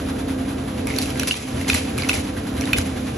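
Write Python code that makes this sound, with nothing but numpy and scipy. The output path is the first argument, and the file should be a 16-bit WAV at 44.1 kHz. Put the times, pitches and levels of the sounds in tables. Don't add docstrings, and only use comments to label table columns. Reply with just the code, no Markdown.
import sys
import numpy as np
from scipy import signal
from scipy.fft import rfft, irfft, next_fast_len
from scipy.io import wavfile
from scipy.ndimage import uniform_filter1d, map_coordinates

SR = 44100
rng = np.random.default_rng(int(sys.argv[2]) if len(sys.argv) > 2 else 0)


def transcribe(signal):
    frames = np.atleast_2d(signal).T
    limited = np.clip(frames, -1, 1)
    pcm = np.round(limited * 32767).astype(np.int16)
    wavfile.write(sys.argv[1], SR, pcm)


def how_loud(loudness_db):
    steps = np.asarray(loudness_db, float) / 20
    return 10 ** steps


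N = 139797


def in_hz(points, hz):
    f, v = np.transpose(points)
    return np.interp(np.log(hz + 1), np.log(f + 1), v)


def colour(x, points):
    gain = how_loud(in_hz(points, np.fft.rfftfreq(N, 1 / SR)))
    y = irfft(rfft(x) * gain, N)
    return y / np.std(y)


def butter(x, order, hz, kind="low"):
    return signal.sosfilt(signal.butter(order, hz, kind, fs=SR, output="sos"), x)


def drift(rate_hz):
    knots = rng.standard_normal(400)
    return map_coordinates(knots, [np.arange(N) / SR * rate_hz], order=3)


def grains(per_s, spread_db):
    hits = rng.random(N) < per_s / SR
    size = how_loud(spread_db * np.minimum(rng.exponential(1, N), 4))
    return hits * size * rng.choice([-1, 1], N)


def ring(x, hz, t60_s):
    r, w = how_loud(-60 / (t60_s * SR)), 2 * np.pi * hz / SR
    return signal.lfilter([0, np.sin(w)], [1, -2 * r * np.cos(w), r * r], x)


# [t/s, angle/turns]
ROLLER_TURNS = [(-.0129, -.5), (.7756, 3.5), (2.367, 11.5), (3.265, 16)]
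TURN_S = .1971


def turns():
    return np.interp(np.arange(N) / SR, *np.transpose(ROLLER_TURNS))


# [mesh f/Hz, level/dB, throb/dB, throb phase/rad]
GEAR_TONES = [(60.6, -11.5, 2, 5), (82.2, -7, 4.5, -2.5), (131.3, -9.5, 4.5, 3.26), (199.6, -12, -9, 9.5),
              (227.7, -6, 0.5, 0.7), (262.6, -4, 6.5, -1.84), (266.9, -3, 6.5, 0.5), (295.2, -5.5, 2, 0),
              (437, -13, -1, -0.5), (510.3, -10.5, 1, -9), (690, -21.5, 13, -2), (1602, -22.5, -4.5, 0.4)]
# [f/Hz, density/dB per Hz]
CASING_COLOUR = [(32, -28), (62, -4), (100, -7), (165, -9.5), (270, -5), (400, -15.5), (650, -18.5),
                 (1100, -31.5), (2600, -48.5)]


def drive():
    wobble_rad, wander_db = 1.0, 2.5
    rumble_db, repeat_share = 1.5, 0.91
    roll = turns()
    angle = 2 * np.pi * roll
    tones = np.zeros(N)
    for hz, db, throb_db, lag in GEAR_TONES:
        level = how_loud(db + throb_db * np.cos(angle - lag) + wander_db * drift(6.58))
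        start = rng.uniform(0, 2 * np.pi)
        wobble = wobble_rad * np.clip(hz / 262, .8, 1.6) * drift(9)
        tones += level * np.sin(hz * TURN_S * angle + start + wobble)
    turn_n = int(TURN_S * SR)
    looped = rng.standard_normal(turn_n)[(roll % 1 * turn_n).astype(int)]
    fresh = rng.standard_normal(N)
    rumble = np.sqrt(repeat_share) * looped + np.sqrt(1 - repeat_share) * fresh
    return tones + how_loud(rumble_db) * colour(rumble, CASING_COLOUR)


# [f/Hz, density/dB per Hz]
HISS_COLOUR = [(500, 0.5), (1500, 1), (3500, -5), (5000, -9), (8000, -12.5), (10500, -0.5), (11800, -12),
               (13000, -33.5)]


def rollers():
    hiss_db, throb_db, rise = -7, 6.5, .1
    phase = (2 * turns() + rise / 2) % 1
    saw = np.interp(phase, [0, rise, .35, .6, 1], [0, 0.87, 0.48, 0.0, 0.063])
    grit = grains(2500, spread_db=2.0) + 0.62 * rng.standard_normal(N)
    return how_loud(hiss_db + throb_db * saw + 0.99 * drift(24.31)) * colour(grit, HISS_COLOUR)


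# [t/s, level/dB]
MOTOR_LEVEL = [(0, -26.5), (.5, -27), (.85, -26.5), (1.15, -26.5), (1.3, -29.5), (1.35, -35.5),
               (1.46, -31.5), (1.55, -25.5), (1.7, -28.5), (1.8, -28.5), (1.95, -26), (2.2, -27),
               (2.35, -27.5), (2.45, -27.5), (2.75, -25), (2.88, -27.5), (3.17, -27)]


def machine():
    level = how_loud(np.interp(np.arange(N) / SR, *np.transpose(MOTOR_LEVEL)))
    return level * (drive() * how_loud(-3.5) + rollers() * how_loud(-5))


# [t/s, level/dB]
TRAY_THUDS = [
    (.98, -35),
    (1.719, -15.5),
    (2.17, -18.5),
    (2.78, -14),
]


def tray():
    push = np.zeros(N) + 1e-18
    for s, db in TRAY_THUDS:
        push[int(s * SR)] = how_loud(db)
    push = uniform_filter1d(uniform_filter1d(push, size=200), size=200)
    return ring(push, hz=83, t60_s=0.32)


# [t/s, level/dB]
FEED_GRIPS = [
    (.872, -52),
    (1.208, -41),
    (1.61, -52),
    (1.985, -48),
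    (2.618, -48),
    (2.77, -54),
]


def swish():
    width_s = 0.011
    t = np.arange(N) / SR
    air = butter(rng.standard_normal((2, N)), 4, 8500, "high")
    air = butter(air, 3, 12500)
    return air * sum(how_loud(db) * np.exp(-((t - s) / width_s) ** 2) for s, db in FEED_GRIPS)


# [t/s, rise/s, fall t60/s, level/dB, treble tilt/dB]
RUSTLE_BURSTS = [(0.863, 0.032, 5.1, -32.5, -3), (1.001, 0.016, 0.24, -42, 10.5),
                 (1.19, 0.0075, 0.26, -30.5, -9), (1.268, 0.005, 0.34, -33.5, 7),
                 (1.325, 0.028, 0.66, -34.5, -4), (1.59, 0.013, 1.3, -37, -5),
                 (1.678, 0.0043, 0.51, -24, -1.5), (1.739, 0.0089, 0.19, -20.5, -4),
                 (1.97, 0.033, 0.85, -31, -3), (2.086, 0.0033, 0.22, -27.5, -1),
                 (2.136, 0.0042, 0.26, -28, 2), (2.599, 0.0096, 5.1, -37, -3),
                 (2.758, 0.03, 0.14, -27, 0.5)]
# [f/Hz, density/dB per Hz]
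PAPER_COLOUR = [(500, -0.5), (1300, -10.5), (2400, 1), (3500, -5.5), (5600, -3), (8000, -6), (11000, 1.5),
                (14000, -52)]


def rustle():
    crackles_per_s, clump_db, spread_db, smooth = 1200, 2.5, 4.5, 1.2
    t = np.arange(N) / SR
    crackles = grains(crackles_per_s * how_loud(clump_db * drift(40)), spread_db)
    paper = colour(crackles + smooth * rng.standard_normal(N), PAPER_COLOUR) * how_loud(1.95 * drift(70))
    dull = butter(paper, 2, 4500)
    bright = paper - dull
    out = np.zeros(N)
    for s, rise_s, t60_s, db, tilt_db in RUSTLE_BURSTS:
        fall_db = -60 * np.maximum(t - s - rise_s, 0) / t60_s
        shape = np.clip((t - s) / rise_s, 0, 1) * how_loud(db + fall_db)
        out += shape * (dull + how_loud(tilt_db) * bright)
    return out


# [t/s, peak/dB, ring f/Hz, plate body/dB, treble/dB]
EDGE_STRIKES = [(.8706, -21.5, 2280, 8, 13.5), (.9021, -19, 2220, -5, 0), (.9857, -9.5, 4250, -0.5, 6.5),
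                (1.0166, -24, 4180, -3, 13), (1.024, -21, 3950, -9, 7), (1.0575, -23.5, 2630, -1, 7),
                (1.1039, -26.5, 3150, 9.5, 12), (1.1964, -10, 5530, -1.5, 4),
                (1.2328, -20.5, 1560, 11.5, 10.5), (1.2733, -23, 2580, 6, 12),
                (1.3099, -10.5, 2740, 4, -6.5), (1.3414, -25, 2600, 12, 1), (1.6127, -20.5, 2090, 0, 3),
                (1.679, -22, 2200, -4, -4), (1.6905, -15, 5780, -12, 2), (1.6985, -6, 2434, 3.5, 0),
                (1.7195, -21, 3600, 1, 1), (1.7314, -15, 2520, 4, 2), (1.743, -8.5, 7070, -20, 0),
                (1.7455, -14.5, 2035, 6, 12), (1.7495, -23, 1950, -10, 11), (1.9788, -20, 1280, 5.5, 9),
                (1.9845, -19, 2400, 4, 9), (2.0213, -16.5, 4370, 5, -6), (2.0344, -17, 2210, -29, -2),
                (2.089, -11.5, 5700, -4, 1), (2.0931, -7, 2584, 1.5, 2.5), (2.1316, -17, 2470, 4, 8),
                (2.6102, -14, 5460, -0.5, 4), (2.6384, -26, 1810, 6, -3), (2.6551, -22.5, 3660, 0, 9),
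                (2.7314, -5, 2457, 3.5, 0.5), (2.7644, -20, 2070, 3, -2), (2.7718, -23, 2160, -2, 2),
                (2.7843, -17.5, 1500, -8, 13.5)]
# [t/s, peak/dB, ring f/Hz]
EDGE_FLUTTER = [(0.879, -27, 2220), (0.887, -25, 2210), (0.909, -22, 2120), (0.924, -25.5, 2160),
                (0.939, -22, 2160), (0.963, -16, 5600), (1.1564, -25.5, 2140), (1.646, -23, 2100),
                (1.995, -20, 2190), (2.046, -20, 2110), (2.114, -18, 2110), (2.142, -27, 2220),
                (2.153, -21.5, 2130), (2.18, -25.5, 2220), (2.368, -29, 1630), (2.4703, -31, 2090),
                (2.6196, -21.5, 2210), (2.674, -23, 1960), (2.691, -25, 2520), (2.743, -18, 2440)]
# [f/Hz, level/dB, t60/s]
PLATE_MODES = [(2900, -5.5, 0.0054), (3610, -18, 0.021), (4270, -5, 0.0041), (5600, -2.5, 0.012),
               (7100, -16, 0.0096), (4700, -7, 0.0029), (10250, 5.5, 0.0098)]


def sheet_note(t, hz, hold_s):
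    rise_s, release_t60_s, sag = .0005, .009, .07
    flap_ratio, flap_db, flap_late = .58, -11, .5
    quick = max(hz / 2800, 1) ** 1.5
    release_db = -60 * np.maximum(quick * t - hold_s, 0) / release_t60_s
    press = np.clip(t / rise_s, 0, 1) * how_loud(release_db)
    flap_shape = how_loud(flap_db) / quick * np.exp(-((t - hold_s) / (flap_late * hold_s)) ** 2)
    flap = flap_shape * np.sin(2 * np.pi * flap_ratio * hz * t)
    return press * np.sin(2 * np.pi * hz * t * (1 + sag - sag * t / hold_s / 2)) + flap


def plate_scrub(t, hold_s):
    spike, mode_spread_db = 2.5, 2
    mode_luck = rng.standard_normal(len(PLATE_MODES))
    contact = rng.standard_normal(len(t)) * np.exp(-(t / hold_s) ** 2)
    contact[2] += spike
    modes = [how_loud(db + mode_spread_db * luck) * ring(contact, hz, t60_s)
             for (hz, db, t60_s), luck in zip(PLATE_MODES, mode_luck)]
    crack = butter(contact, 2, (3600, 11300), "band")
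    return [part / np.abs(part).max() for part in (sum(modes[:3]), sum(modes[3:]), crack)]


def ticks():
    tick_db, crack_db, flutter_dull_db = -3.5, 3, -3
    strikes = list(EDGE_STRIKES)
    strikes += [(s, db, hz, flutter_dull_db, flutter_dull_db) for s, db, hz in EDGE_FLUTTER]
    out, t = np.zeros(N + SR), np.arange(1500) / SR
    for s, db, hz, body_db, treble_db in strikes:
        hold_s = .0042 * how_loud(.3 * db)
        body, treble, crack = plate_scrub(t, hold_s)
        bright = (treble + how_loud(crack_db) * crack) / 2
        hit = sheet_note(t, hz, hold_s) + how_loud(body_db) * body + how_loud(treble_db) * bright
        i = int(s * SR)
        out[i:i + len(t)] += how_loud(db + tick_db) * hit
    return butter(out[:N], 2, 900, "high")


# [f/Hz, phase/rad]
PORT_LEAD = [(230, -.03), (600, -1.0), (1400, .15), (3400, .1), (4300, 1.1), (4850, 1.9), (5000, -1.7),
             (5700, -.38), (9300, 3.14), (11500, 5.0), (13000, 5.7)]
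# [f/Hz, level/dB]
PORT_TILT = [(150, 0.3), (330, 0.2), (600, -1), (1200, -6), (2200, -1), (3900, -2.5), (7000, 0)]
# [f/Hz, level/dB]
ECHO_LEVEL = [(80, -45), (250, -15), (600, 0.5), (2000, -9.5), (3500, -0.5), (4600, -9), (6000, -7.5),
              (9000, -16.5), (12000, -35)]


def ports(x):
    shop_t60_s, top_hz, fall_db_per_khz = 0.12, 12000, 6
    size = next_fast_len(N + SR)
    hz, t = np.fft.rfftfreq(size, 1 / SR), np.arange(SR // 2) / SR
    side = np.array([[.5], [-.5]])
    tail = rng.standard_normal(len(t)) * how_loud(-60 * t / shop_t60_s) * (t > .002)
    tail = rfft(tail / np.sqrt(np.sum(tail ** 2)), size)
    gain_db = side * in_hz(PORT_TILT, hz) - fall_db_per_khz * np.maximum(hz - top_hz, 0) / 1000
    direct = how_loud(gain_db) * np.exp(1j * side * in_hz(PORT_LEAD, hz))
    echo = 2 * side * how_loud(in_hz(ECHO_LEVEL, hz)) * tail
    return irfft(rfft(x, size) * direct * (1 + echo), size)[:, :N]


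def mute_weak(x, from_hz, limit_db):
    width_hz, quiet_db, follows, flicker_db, open_s = 430, -72.5, 0.55, 3.5, .02
    hz, at, z = signal.stft(x, SR, nperseg=2048, noverlap=1024)
    presence = z[(hz > 2000) & (hz < 6000)]
    loud = np.mean(np.abs(presence) ** 2, axis=0) / how_loud(2 * quiet_db)
    grip_s = np.array(FEED_GRIPS)[:, 0]
    busy = np.abs(at[:, None] - grip_s).min(axis=1) < open_s
    for low in np.arange(from_hz, SR / 2, width_hz):
        band = (hz >= low) & (hz < low + width_hz)
        power = np.mean(np.abs(z[band]) ** 2, axis=0)
        flicker = flicker_db * rng.standard_normal(len(loud))
        limit = how_loud(2 * limit_db + 2 * flicker) * loud ** follows
        z[band] *= busy + power > limit
    return signal.istft(z, SR, nperseg=2048, noverlap=1024)[1][:N]


def scene():
    return ports(machine() + rustle() + ticks() + tray()) + swish()


def low_pass(x):
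    return signal.sosfilt(signal.butter(12, 15900, fs=SR, output="sos"), x)


def record(dry):
    left, right = butter(dry, 3, 40.7, "high")
    mid = mute_weak((left + right) / 2, from_hz=8200, limit_db=-80)
    side = mute_weak((left - right) / 2, from_hz=11600, limit_db=-67)
    return low_pass(np.array([mid + side, mid - side]))


dry = scene()
out = record(dry)
transcribe(out)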